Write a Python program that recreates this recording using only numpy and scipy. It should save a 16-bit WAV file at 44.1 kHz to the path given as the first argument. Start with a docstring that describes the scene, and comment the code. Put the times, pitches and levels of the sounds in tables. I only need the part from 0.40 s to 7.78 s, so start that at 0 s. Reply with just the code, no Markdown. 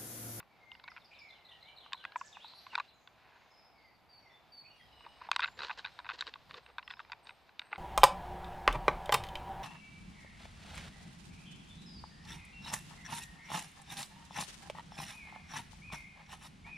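"""Pond bank, heard inside a sealed plastic case on an angler's chest harness while a fish is held and carried.
Hiss, wind rumble, leaves and far traffic are shaped noise; a far engine is noise in a low resonance.
Birds are gliding near-sines, some buzzing, with a blur from the trees; a distant chorus is shaped noise.
Close by, the case ticks and creaks as decaying modes, and harness and cloth rub it as strokes of grains."""
import sys
import numpy as np
from scipy import signal
from scipy.fft import rfft, irfft, next_fast_len
from scipy.io import wavfile

SR = 44100
rng = np.random.default_rng(int(sys.argv[2]) if len(sys.argv) > 2 else 0)


def wav_out(sig):
    """Save sig, one row per channel (or a flat mono array), as 16-bit PCM at SR to the path in sys.argv[1]."""
    wavfile.write(sys.argv[1], SR, np.round(np.clip(np.atleast_2d(sig).T, -1, 1) * 32767).astype(np.int16))


N = 325458


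def amp(db):
    """dB to gain."""
    return 10 ** (np.asarray(db) / 20)


def rms_one(x):
    """Scale to rms 1."""
    return x / np.sqrt(np.mean(x ** 2) + 1e-20)


def level_db_in_time(rows):
    """Level curve in dB at every sample, linear between rows."""
    s, db = np.transpose(rows)
    return np.interp(np.arange(N) / SR, s, db)


def at_hz(points, hz):
    """Read a spectrum on a log-frequency axis."""
    points_hz, values = np.transpose(points)
    return np.interp(np.log(hz), np.log(points_hz), values)


def drift(rate_hz, size=N):
    """Slow random wander of rms 1: noise through two equal one-pole lowpasses."""
    r = np.exp(-2 * np.pi * rate_hz / SR)
    wander = signal.lfilter([1], [1, -2 * r, r * r], rng.standard_normal(size + SR))
    return rms_one(wander[SR:])


def ring(x, hz, t60_s):
    """Two-pole resonance: a unit click sets a decaying sine of height 1 ringing."""
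    r, w = amp(-60 / (t60_s * SR)), 2 * np.pi * hz / SR
    return signal.lfilter([0, np.sin(w)], [1, -2 * r * np.cos(w), r * r], x + 1e-18)


def coloured(spectrum, likeness):
    """Stereo noise of rms 1 with a spectrum and, per frequency, a left-right correlation."""
    size = next_fast_len(N)
    hz = np.maximum(np.arange(size // 2 + 1) * SR / size, 10)
    mid, side = rfft(rng.standard_normal((2, size)))
    alike = np.clip(at_hz(likeness, hz), -1, 1)
    gain = (hz > spectrum[0][0] / 2) * amp(at_hz(spectrum, hz))
    common = np.sqrt(1 + alike) * mid
    opposed = np.sqrt(1 - alike) * side * [[1], [-1]]
    return rms_one(irfft(gain * (common + opposed), size)[:, :N])


# Microphone noise spectrum. Each row: frequency in Hz, relative density in dB per Hz.
HISS_COLOUR = [(25, -13), (60, -6), (130, -3.5), (300, -6), (600, -18.5), (3000, -26), (8000, -36),
               (16000, -27)]
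HISS_DB = -73


def hiss():
    """The microphones' own noise: steady, nearly unrelated left and right."""
    return amp(HISS_DB) * coloured(HISS_COLOUR, [(20, 0.24), (16000, 0.071)])


# Wind on the case. Each row: time in seconds, level in dB.
RUMBLE_LEVEL = [(0, -86), (1.05, -78.5), (2.9, -85.5), (4.3, -78.5), (4.6, -73.5), (6.05, -75.5),
                (7.38, -82)]
# Rumble spectrum. Each row: frequency in Hz, relative density in dB per Hz.
RUMBLE_COLOUR = [(20, -17), (50, -1), (110, 3.5), (250, -5.5), (450, -33.5)]


def wind_rumble():
    """Wind on the case: low noise with a slowly wandering level, more alike left and right as pitch rises."""
    level_db = level_db_in_time(RUMBLE_LEVEL) + 3.6 * drift(3.1)
    return amp(level_db) * coloured(RUMBLE_COLOUR, [(20, 0.36), (450, 1.0)])


# Far engine drone: faint, swelling after 4.2 s, fading again at the end.
# Each row: time in seconds, level in dB before DRONE_TRIM_DB.
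DRONE_LEVEL = [(0, -81), (4.2, -83), (4.55, -72.5), (6.3, -71.5), (7.38, -80)]
DRONE_HZ, DRONE_T60_S, DRONE_TRIM_DB = 63, 2.6 / 6.6, -3.0


def drone():
    """Far engine: noise through a narrow low resonance, partly its own in each channel."""
    noise = rng.standard_normal((2, N)) + 0.91 * rng.standard_normal(N)
    level_db = level_db_in_time(DRONE_LEVEL) + DRONE_TRIM_DB
    return amp(level_db) * rms_one(ring(noise, DRONE_HZ, DRONE_T60_S))


# Leaves and far traffic. Each row: time in seconds, level in dB.
AIR_LEVEL = [(0, -69), (1.5, -65.5), (2.5, -68.5), (4.4, -67.5), (5.05, -63.5), (6.05, -68), (7.38, -67)]
# Their spectrum through the case. Each row: frequency in Hz, relative density in dB per Hz.
AIR_COLOUR = [(180, -35), (300, -12), (550, -5), (779, 1), (1210, -6.5), (1840, -11), (2160, -10.5),
              (2340, -8), (3000, -17.5), (3900, -47), (6600, -120)]
# Left-right likeness of air and chorus. 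Each row: frequency in Hz, correlation from -1 to 1.
LIKENESS = [(60, 0.34), (110, 0.31), (200, 0.14), (380, 0.91), (700, 1), (1290, 0.96), (2380, 0.69),
            (4400, 0.84), (8120, 1), (15000, 0.13)]


def leaves_and_traffic():
    """Soft floor: partly spread noise, dulled by the case, its level wandering by about 1 dB."""
    level_db = level_db_in_time(AIR_LEVEL) + drift(5)
    return amp(level_db) * coloured(AIR_COLOUR, LIKENESS)


# Distant birds, plus a swell near 5.5 s that belongs with the rubbing of the case. Each row: time in seconds,
# level in dB.
CHORUS_LEVEL = [(0, -76), (.6, -73), (1.5, -72), (2.45, -64.5), (2.53, -79.5), (2.9, -72), (3.5, -76),
                (4.3, -74), (5.5, -66), (6.5, -72.5), (7.38, -72)]
# Chorus spectrum. Each row: frequency in Hz, relative density in dB per Hz.
CHORUS_COLOUR = [(1200, -2.5), (2000, -1.5), (2700, -1.5), (3700, 0.5), (5000, -5), (5800, -13),
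                 (7500, -20), (9000, -27), (11000, -61)]


def chorus():
    """Distant birds blurred by the trees: partly spread noise with a wandering level."""
    level_db = level_db_in_time(CHORUS_LEVEL) + 1.5 * drift(8)
    return amp(level_db) * coloured(CHORUS_COLOUR, LIKENESS)


OVERTONE_DB = -28.5


def sing(hz, swell):
    """A near sine with faint second and third partials."""
    turn = 2 * np.pi * np.cumsum(hz) / SR
    overtones = np.sin(2 * turn) + np.sin(3 * turn) * (3 * hz < SR / 2)
    return swell * (np.sin(turn) + amp(OVERTONE_DB) * overtones)


# Levels of notes, whistles, seeps, phrases and chips are relative: add_note lifts them by NOTE_LIFT_DB;
# trills are not lifted.
# Single notes. Each row: start in seconds, length in seconds, first Hz, last Hz, level in dB, buzz 0-1.
NOTES = [(.2, 0.14, 2140, 2110, -64, 0.13), (0.705, 0.11, 2378, 2505, -68, 1),
         (1.222, 0.092, 2025, 2350, -65.5, 0.08), (1.55, 0.34, 1457, 1746, -68, .15),
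         (1.92, 0.054, 4040, 2460, -60, 0.5), (2.001, 0.069, 2817, 4100, -57, 0.58),
         (2.06, 0.16, 3940, 4440, -62, 0.76), (2.152, 0.12, 5380, 5820, -78.5, .2),
         (2.14, 0.058, 10200, 11500, -78, .02), (2.195, .07, 11500, 11770, -79, .02),
         (2.298, 0.065, 3000, 2600, -62, 0.45), (2.473, 0.026, 3670, 4180, -64, 0.28),
         (2.498, 0.022, 4200, 2420, -69, 0.6), (2.53, 0.17, 6850, 6700, -87, 0.8),
         (2.93, 0.21, 6600, 6480, -88, 0.4), (3.0, 0.21, 2190, 2150, -79, 0.14),
         (3.1, 0.19, 5136, 5130, -72.5, 0.24), (3.338, 0.23, 4750, 4560, -78, 0.5),
         (3.688, .11, 4790, 4460, -66, 0.16), (3.893, 0.081, 3514, 3510, -71, 0.17),
         (4.118, .11, 4650, 4447, -59.5, 0.01), (4.228, 0.047, 2245, 2543, -66.5, 0.48),
         (4.28, .1, 2840, 2857, -69, 0.3), (3.79, .15, 5750, 5500, -84.5, 0.14),
         (4.31, .08, 5650, 5880, -86, .1), (4.36, .055, 9000, 9500, -83.5, .3),
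         (4.375, 0.071, 3325, 3220, -70, 0.08), (4.397, 0.022, 2120, 1900, -60.5, 0.1),
         (4.369, .56, 4970, 5105, -80.5, .21), (4.448, 0.39, 3940, 3850, -76.5, 0.53),
         (4.482, 0.3, 2954, 2890, -69.5, 0.22), (5.028, 0.14, 7140, 7220, -77.5, 0.07),
         (6.428, 0.157, 5250, 5130, -73, 0.16)]
# One bird's falling whistles. Each row: start in seconds, length in seconds, first Hz, level in dB.
WHISTLES = [(.09, 0.089, 2370, -77.5), (0.433, .086, 2283, -62.5), (0.802, .13, 2374, -60.5),
            (1.001, .2, 2120, -71), (3.351, 0.17, 2263, -69.5), (3.825, .11, 2240, -68)]
# A thin high call. Each row: start in seconds, length in seconds, level in dB.
SEEPS = [(4.55, 0.28, -86.5), (5.5, 0.094, -85), (6.219, 0.063, -84), (6.828, 0.027, -74),
         (7.2, 0.25, -82.5)]
# A repeated two-part phrase. Each row: start in seconds, level in dB.
PHRASES = [(0.884, -68.5), (1.043, -62), (1.205, -63.5), (1.361, -60), (1.53, -60.5)]
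# Notes of the phrase. Each row: start in seconds from the phrase, length in seconds,
# first, middle and last Hz, relative level in dB, buzz 0-1.
PHRASE = [(0, 0.022, 4410, 4035, 3540, 1.5, 0.1), (0.02, 0.01, 3750, 4040, 4370, 8, 0.1),
          (0.042, 0.0198, 3310, 3530, 4020, 3, 0), (.06, 0.054, 3257, 2983, 2850, -1.5, .6),
          (0.069, 0.075, 4250, 4200, 4130, -24, 0.3)]
# Quick falling chips, each answered lower. Each row: start in seconds, level in dB.
CHIPS = [(.33, -73), (.5, -64.5), (.643, -60.5), (.787, -58.5)]
# A chip and its answer. Each row: start in seconds from the chip, length in seconds,
# first, middle and last Hz, relative level in dB, buzz 0-1.
CHIP = [(0, 0.022, 5570, 4920, 4340, 0, 0.27), (0.1, 0.031, 4250, 3750, 3250, -5, 0.5)]
GLIDE_DONE_MIDWAY = 0.7   # share of a note's glide done by its middle
WHISTLE_FALL, WHISTLE_BUZZ = 0.86, 0.2   # last pitch over first; buzz 0-1
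SEEP_HZ, SEEP_BUZZ = (8300, 8500, 8500), 0.15


def bird_notes():
    """All notes but the trills as start, length, first, middle and last Hz, level in dB, buzz."""
    notes = []
    for s, length_s, first, last, db, buzz in NOTES:
        notes.append((s, length_s, first, first + GLIDE_DONE_MIDWAY * (last - first), last, db, buzz))
    for s, length_s, first, db in WHISTLES:
        middle, last = first * (1 + WHISTLE_FALL) / 2, first * WHISTLE_FALL
        notes.append((s, length_s, first, middle, last, db, WHISTLE_BUZZ))
    for s, length_s, db in SEEPS:
        notes.append((s, length_s, *SEEP_HZ, db, SEEP_BUZZ))
    for repeats, pattern in ((PHRASES, PHRASE), (CHIPS, CHIP)):
        for s, db in repeats:
            for after_s, length_s, first, middle, last, note_db, buzz in pattern:
                notes.append((s + after_s, length_s, first, middle, last, db + note_db, buzz))
    return notes


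NOTE_FADE_S, NOTE_LIFT_DB, BUZZ_PITCH_SPREAD = 0.0055, 2.5, 0.0773


def add_note(dry, note, flutter, scatter):
    """A note glides on a parabola through three pitches; buzz scatters its pitch and level."""
    s, length_s, first, middle, last, db, buzz = note
    i, u = int(s * SR), np.linspace(0, 1, int(length_s * SR))
    here = slice(i, i + len(u))
    hz = np.polyval(np.polyfit([0, .5, 1], [first, middle, last], 2), u)
    edges = np.clip(np.minimum(u, 1 - u) * length_s / NOTE_FADE_S, 0, 1)
    level_db = db + NOTE_LIFT_DB + (3.0 + 1.5 * buzz) * flutter[here]
    swell = edges * np.hanning(len(u)) ** 0.087 * amp(level_db)
    dry[here] += sing(hz * (1 + BUZZ_PITCH_SPREAD * buzz * scatter[here]), swell)


# A small bird's trills. Each row: start in seconds, level in dB at the middle of the warble.
TRILLS = [(1.758, -63), (1.841, -62.5)]
# Sweep up, then down. Each row: time in seconds from the start, pitch in Hz before the warble.
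TRILL_PATH = [(0, 4390), (.012, 7500), (.019, 8200), (.026, 7300), (.044, 5380)]
WARBLE_FROM_S, WARBLE_HZ, WARBLE_DEPTH_HZ, WARBLE_DEPTH_DB = 0.019, 153.4, 930, 8.9


def add_trills(dry):
    """A pitch sweeps up, then warbles down, loudest at the bottom of each warble."""
    path_s, path_hz = np.transpose(TRILL_PATH)
    t = np.arange(int(path_s[-1] * SR)) / SR
    warble = np.cos(2 * np.pi * WARBLE_HZ * (t - WARBLE_FROM_S)) * (t > WARBLE_FROM_S)
    hz = np.interp(t, path_s, path_hz) + WARBLE_DEPTH_HZ * warble
    rise_and_fall = np.hanning(len(t)) ** 0.039
    for s, db in TRILLS:
        i = int(s * SR)
        dry[i:i + len(t)] += sing(hz, amp(db - WARBLE_DEPTH_DB * warble) * rise_and_fall)


TREES_T60_S, TREES_DB, FAR_LOSS_HZ = 0.52, -0.6, 13000   # level before the treble loss


def tree_blur(dry):
    """Trees throw back a duller blur: convolution with decaying noise, partly alike left and right."""
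    t = np.arange(SR // 2) / SR
    echoes = rng.standard_normal((2, len(t))) * amp(-60 * t / TREES_T60_S) * (t > .008)
    echoes[1] = 0.54 * echoes[0] + 0.89 * echoes[1]
    echoes *= amp(TREES_DB) / np.sqrt(np.sum(echoes ** 2, axis=1, keepdims=True))
    echoes = signal.sosfilt(signal.butter(2, FAR_LOSS_HZ, fs=SR, output="sos"), echoes)
    return signal.fftconvolve(dry[None, :], echoes)[:, :N]


def birds():
    """Direct song in the centre plus its blur from the trees."""
    dry = np.zeros(N + SR)
    flutter, scatter = drift(60, N + SR), drift(328, N + SR)
    for note in bird_notes():
        add_note(dry, note, flutter, scatter)
    add_trills(dry)
    direct = dry[:N]
    return direct + tree_blur(direct)


SETTLE_S, SETTLE_DB = 0.17, -12   # time constant and level of the rustle


def strokes(starts_s, lengths_s, levels_db):
    """Gain of strokes that start quickly, die away and leave a faint rustle."""
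    gain = np.zeros(N)
    for s, length_s, level_db in zip(starts_s, lengths_s, levels_db):
        here = slice(int(s * SR), min(int((s + length_s) * SR), N))
        u = np.linspace(0, 1, here.stop - here.start)
        gain[here] += np.sqrt(u) * (1 - u) * amp(level_db)
    r = np.exp(-1 / (SETTLE_S * SR))
    return gain + amp(SETTLE_DB) * signal.lfilter([1 - r], [1, -r], gain)


# Modes of the case. Each row: frequency in Hz, relative level in dB, undamped t60 in seconds.
CASE = [(981, -0.5, 0.02), (1120, -5.5, 0.026), (1503, -1.5, 0.011), (2010, -4.5, 0.0082), (2538, -4, 0.01),
        (3096, -3, 0.0042), (3762, -3.5, 0.0096), (4435, -4.5, 0.0043), (5470, 0.5, 0.0096),
        (6440, -1.5, 0.0052), (7640, 4.5, 0.0042), (8600, -3.5, 0.0035), (9200, -9, 0.0042)]
# Edges in Hz that part the low, middle, upper and top modes.
GROUP_EDGES_HZ = (1250, 2900, 4900)
# Harness and cloth on the case. 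Each row: start in seconds, length in seconds, relative level in dB,
# sharpness (upper and top modes) in dB re level, weight of the push (thud) in dB re level.
RUBS = [(0, 0.02, -57, -10, -30), (2.324, 0.03, -49, -3, -33), (2.358, 0.065, -50, -15, -30),
        (2.726, 0.46, -63.5, -6, -25), (4.639, 0.049, -55.5, -9, -13), (4.8, 0.095, -53.5, -2.5, -25),
        (4.923, 0.041, -49.5, 4.5, -27), (4.979, 0.11, -50, 5.5, -31), (5.17, 0.099, -51, 4.5, -5.5),
        (5.224, 0.054, -45, 7, -14), (5.267, 0.081, -52.5, 5.5, -28), (5.373, .045, -50, 7, -12),
        (5.674, 0.065, -55, 5, -17), (5.728, 0.041, -52, 7, -10), (5.778, 0.079, -52.5, 7.5, -12.5),
        (5.859, 0.043, -49.5, 3.5, -10), (6.094, 0.032, -54, 3, -14), (6.129, 0.084, -55.5, 5, -3),
        (6.273, 0.051, -60, -5, -6.5), (6.496, 0.052, -56, 3.5, -20), (6.575, .071, -66.5, 10.5, -18),
        (6.848, 0.066, -56.5, 5.2, -14.5), (7.18, 0.14, -60.5, -4, -19), (7.308, 0.12, -50, -8.5, -12.5)]
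RUB_GROUP_DB = (0.5, 1, -3.5, -48)   # low to top modes
RUB_THUD_HZ, RUB_THUD_T60_S, THUD_GAIN = 515, 0.012, 2
GRAINS_PER_S, CLOTH_DAMPING = 4000, 0.62   # factor on t60


def rubbing():
    """Dense uneven grains ring in the case modes; a sharp stroke reaches the upper modes, a heavy one thuds."""
    grain_gain = amp(3.7 * np.minimum(rng.exponential(1, N), 3))
    grains = rng.standard_normal(N) * grain_gain * (rng.random(N) < GRAINS_PER_S / SR)
    groups = np.zeros((4, N))
    for k, (hz, mode_db, t60_s) in enumerate(CASE):
        group = np.searchsorted(GROUP_EDGES_HZ, hz)
        gain = (-1) ** k * amp(.5 * mode_db + RUB_GROUP_DB[group])
        groups[group] += gain * rms_one(ring(grains, hz, CLOTH_DAMPING * t60_s))
    s, length_s, db, sharp_db, weight_db = np.transpose(RUBS)
    dull = strokes(s, length_s, db) * (groups[0] + groups[1])
    bright = strokes(s, length_s, db + sharp_db) * (groups[2] + groups[3])
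    thud_ring = ring(ring(grains, RUB_THUD_HZ, RUB_THUD_T60_S), RUB_THUD_HZ, RUB_THUD_T60_S)
    thud = THUD_GAIN * strokes(s, length_s, db + weight_db) * rms_one(thud_ring)
    rub = amp(2.3 * drift(60)) * (dull + bright + thud)
    return signal.sosfilt(signal.butter(4, [300, 8000], "band", fs=SR, output="sos"), rub)


# Single ticks of case and harness. Each row: start in seconds,
# level of low and middle modes in dB rms over 5 ms before the highpass,
# low over middle modes in dB, hardness (upper modes re level) in dB.
TICKS = [(0.0014, -45, -7.5, -13.5), (0.0276, -58, 1, -21), (0.3167, -47.5, -7.5, -6),
         (0.351, -52.5, -5, -15), (0.397, -56.5, -6, -3), (0.4395, -51, 5, -2.5), (0.4784, -46, -6, -9),
         (0.4824, -45, -6, -14), (0.517, -51.5, -5, -18), (1.461, -51.5, 4, -20), (1.5218, -45.5, 0, -11),
         (1.5314, -36.5, 0, 1), (1.5435, -45, 8, -10), (1.64, -48, -5, -9), (1.6507, -36, -7, -12.5),
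         (1.7205, -53.5, -5, -4), (1.758, -29.5, 8, -30), (1.8117, -37, 7.5, -36), (1.9687, -45, 6.5, -26),
         (2.0444, -46.5, 9, -8), (2.135, -54, 9, -5), (2.2658, -45.5, 5.5, -13), (2.332, -46, 6, -20),
         (2.345, -44, -7, -19), (2.353, -29, -10, -6), (2.3783, -31, 17, -16), (2.3845, -38, 5, -14),
         (2.399, -31, 1, -13.5), (2.6742, -53.5, -5, -1), (4.6066, -54.5, 7, -17), (4.6632, -44.5, 21, -16),
         (4.814, -47.5, 9, -28), (4.8181, -46, 15, -20), (4.888, -37, 14, -24), (4.9147, -25, -0.5, -5.5),
         (4.93, -43, -12, -12), (4.9616, -27.5, -2, -3.5), (4.9932, -27.5, -1, -18), (5.004, -37.5, -4, -1),
         (5.057, -37.5, -7, -17), (5.077, -43, -9, -8), (5.0836, -43, -2, -16), (5.2835, -48.5, 5, -3),
         (5.392, -42.5, -4, -4), (5.445, -42, -7, -12), (5.5896, -41.5, 2, -6.5), (5.6, -48, 2, -10),
         (5.7911, -51.5, 4, 5.5), (5.8086, -39.5, -13, 6.5), (5.8221, -37.5, -3.5, -17),
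         (5.8678, -47.5, 9, 2), (5.8755, -45.5, -9, 0.5), (5.9384, -46.5, -10, 0.5), (5.9567, -46, 8, -16),
         (6.1092, -47, -6, -6), (6.142, -46.5, 5, 0), (6.181, -50.5, -2, -6.5), (6.2624, -53, -6, -6.5),
         (6.2994, -55, 9, -13), (6.3827, -35.5, -4, -9), (6.392, -43.5, 0, -15), (6.4273, -51.5, -3, -10.5),
         (6.4772, -45, -7, -4.5), (6.5036, -43.5, -13, -12), (6.5089, -42.5, -4.5, -2.5),
         (6.537, -48, -7, -9), (6.569, -54, 5, -9), (6.593, -42.5, -17, -15), (6.601, -42, 3, -13.5),
         (6.649, -57.5, -6, -10), (6.6978, -50, 4, -15), (6.7191, -38, -3.5, -7.5),
         (6.7309, -42.5, -4, -12), (6.87, -53.5, 0, 2), (6.8924, -44.5, -6, -9.5), (6.9064, -52.5, -2, -8),
         (7.0919, -56, -7, -10), (7.194, -42.5, -12.5, 5), (7.2171, -48.5, -8, -10), (7.318, -54, -10, -7),
         (7.3283, -31, -2, -26)]
# Creaks, runs of slips. Each row: start in seconds, gap in seconds, first level in dB as for ticks,
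# change per slip in dB, low over middle modes in dB, hardness in dB.
CREAKS = [(.564, 0.007, -47.5, -1, -7, -14.5), (5.0198, 0.006, -36, 2, -14.5, -7),
          (5.1906, 0.014, -41.5, 0.5, -3.5, -3), (5.2953, 0.0077, -36, 0.2, -1, -16),
          (5.4495, .0105, -36.5, -6, -8, -4), (5.6452, 0.0097, -48, 1.8, -1, -13),
          (5.6899, 0.0089, -33.5, -3, -4.5, -11), (7.341, 0.017, -53, 9.5, -5, -11)]
# Slips in each creak, a count per row of CREAKS.
CREAK_SLIPS = (3, 5, 5, 3, 5, 3, 4, 2)
# Top modes re upper ones at STRONG_DB; TOP_PER_DB more for each dB of contact strength.
TICK_TOP_DB, CREAK_TOP_DB, TOP_PER_DB, STRONG_DB = -15, -41, 0.67, -27.5


def contacts():
    """Times of all ticks and slips, and the gain that each gives the four groups of modes."""
    rows = [(*tick, TICK_TOP_DB) for tick in TICKS]
    for (s, gap_s, db, step_db, low_db, hard_db), slips in zip(CREAKS, CREAK_SLIPS):
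        for k in range(slips):
            rows.append((s + k * gap_s, db + k * step_db, low_db, hard_db, CREAK_TOP_DB))
    s, db, low_db, hard_db, top_db = np.transpose(rows)
    middle = 1 / np.sqrt(1 + amp(low_db) ** 2)
    low = middle * amp(low_db)
    strength_db = db + np.maximum(hard_db, 0)
    top_db = top_db + TOP_PER_DB * (strength_db - STRONG_DB)
    return s, amp(db) * [low, middle, amp(hard_db), amp(hard_db + top_db)]


RISE_S, SLIP_SPREAD_DB, PITCH_SPREAD, SECOND_SLIP_DB = 0.00054, 3.5, 0.043, -7


def ticks_and_creaks():
    """A main slip and a weaker one 1-4 ms later ring the modes; pitch, strength and phase vary each time."""
    s, gains = contacts()
    t = np.arange(900) / SR
    chance = rng.standard_normal((len(s), len(CASE), 3))
    again_s = rng.uniform(0.001, 0.004, (len(s), 1))
    groups = np.zeros((4, len(s), len(t)))
    for k, (hz, mode_db, t60_s) in enumerate(CASE):
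        group = np.searchsorted(GROUP_EDGES_HZ, hz)
        pitch_hz = hz * (1 + PITCH_SPREAD * chance[:, k, :1])
        for delay_s, slip_db in ((0, 0), (again_s, SECOND_SLIP_DB)):
            after_s = np.maximum(t - delay_s, 0)
            rise = (1 - np.exp(-after_s / RISE_S)) ** 2   # a soft contact keeps the treble out
            shape = rise * amp(-60 * after_s / t60_s)
            strength = amp(mode_db + slip_db + SLIP_SPREAD_DB * chance[:, k, 1:2])
            wave = np.sin(2 * np.pi * pitch_hz * after_s + chance[:, k, 2:])
            groups[group] += strength * shape * wave
    groups /= np.sqrt(np.sum(groups ** 2, axis=2, keepdims=True) / (.005 * SR))   # rms 1 over 5 ms
    out = np.zeros(N + len(t))
    at = (s * SR).astype(int)[:, None] + np.arange(len(t))
    np.add.at(out, at, np.sum(groups * gains[:, :, None], axis=0))
    return signal.sosfilt(signal.butter(4, 700, "high", fs=SR, output="sos"), out[:N])


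def scene():
    """Sum of all layers; rubbing, ticks and creaks are central, the others spread to some degree."""
    floor = hiss() + wind_rumble() + drone() + leaves_and_traffic()
    return floor + chorus() + birds() + rubbing() + ticks_and_creaks()


CUTOFF_HZ = 15750   # 60 dB down from here


def record(dry):
    """The top is cut steeply."""
    return signal.sosfilt(signal.cheby2(14, 60, CUTOFF_HZ, fs=SR, output="sos"), dry)


dry = scene()
out = record(dry)
wav_out(out)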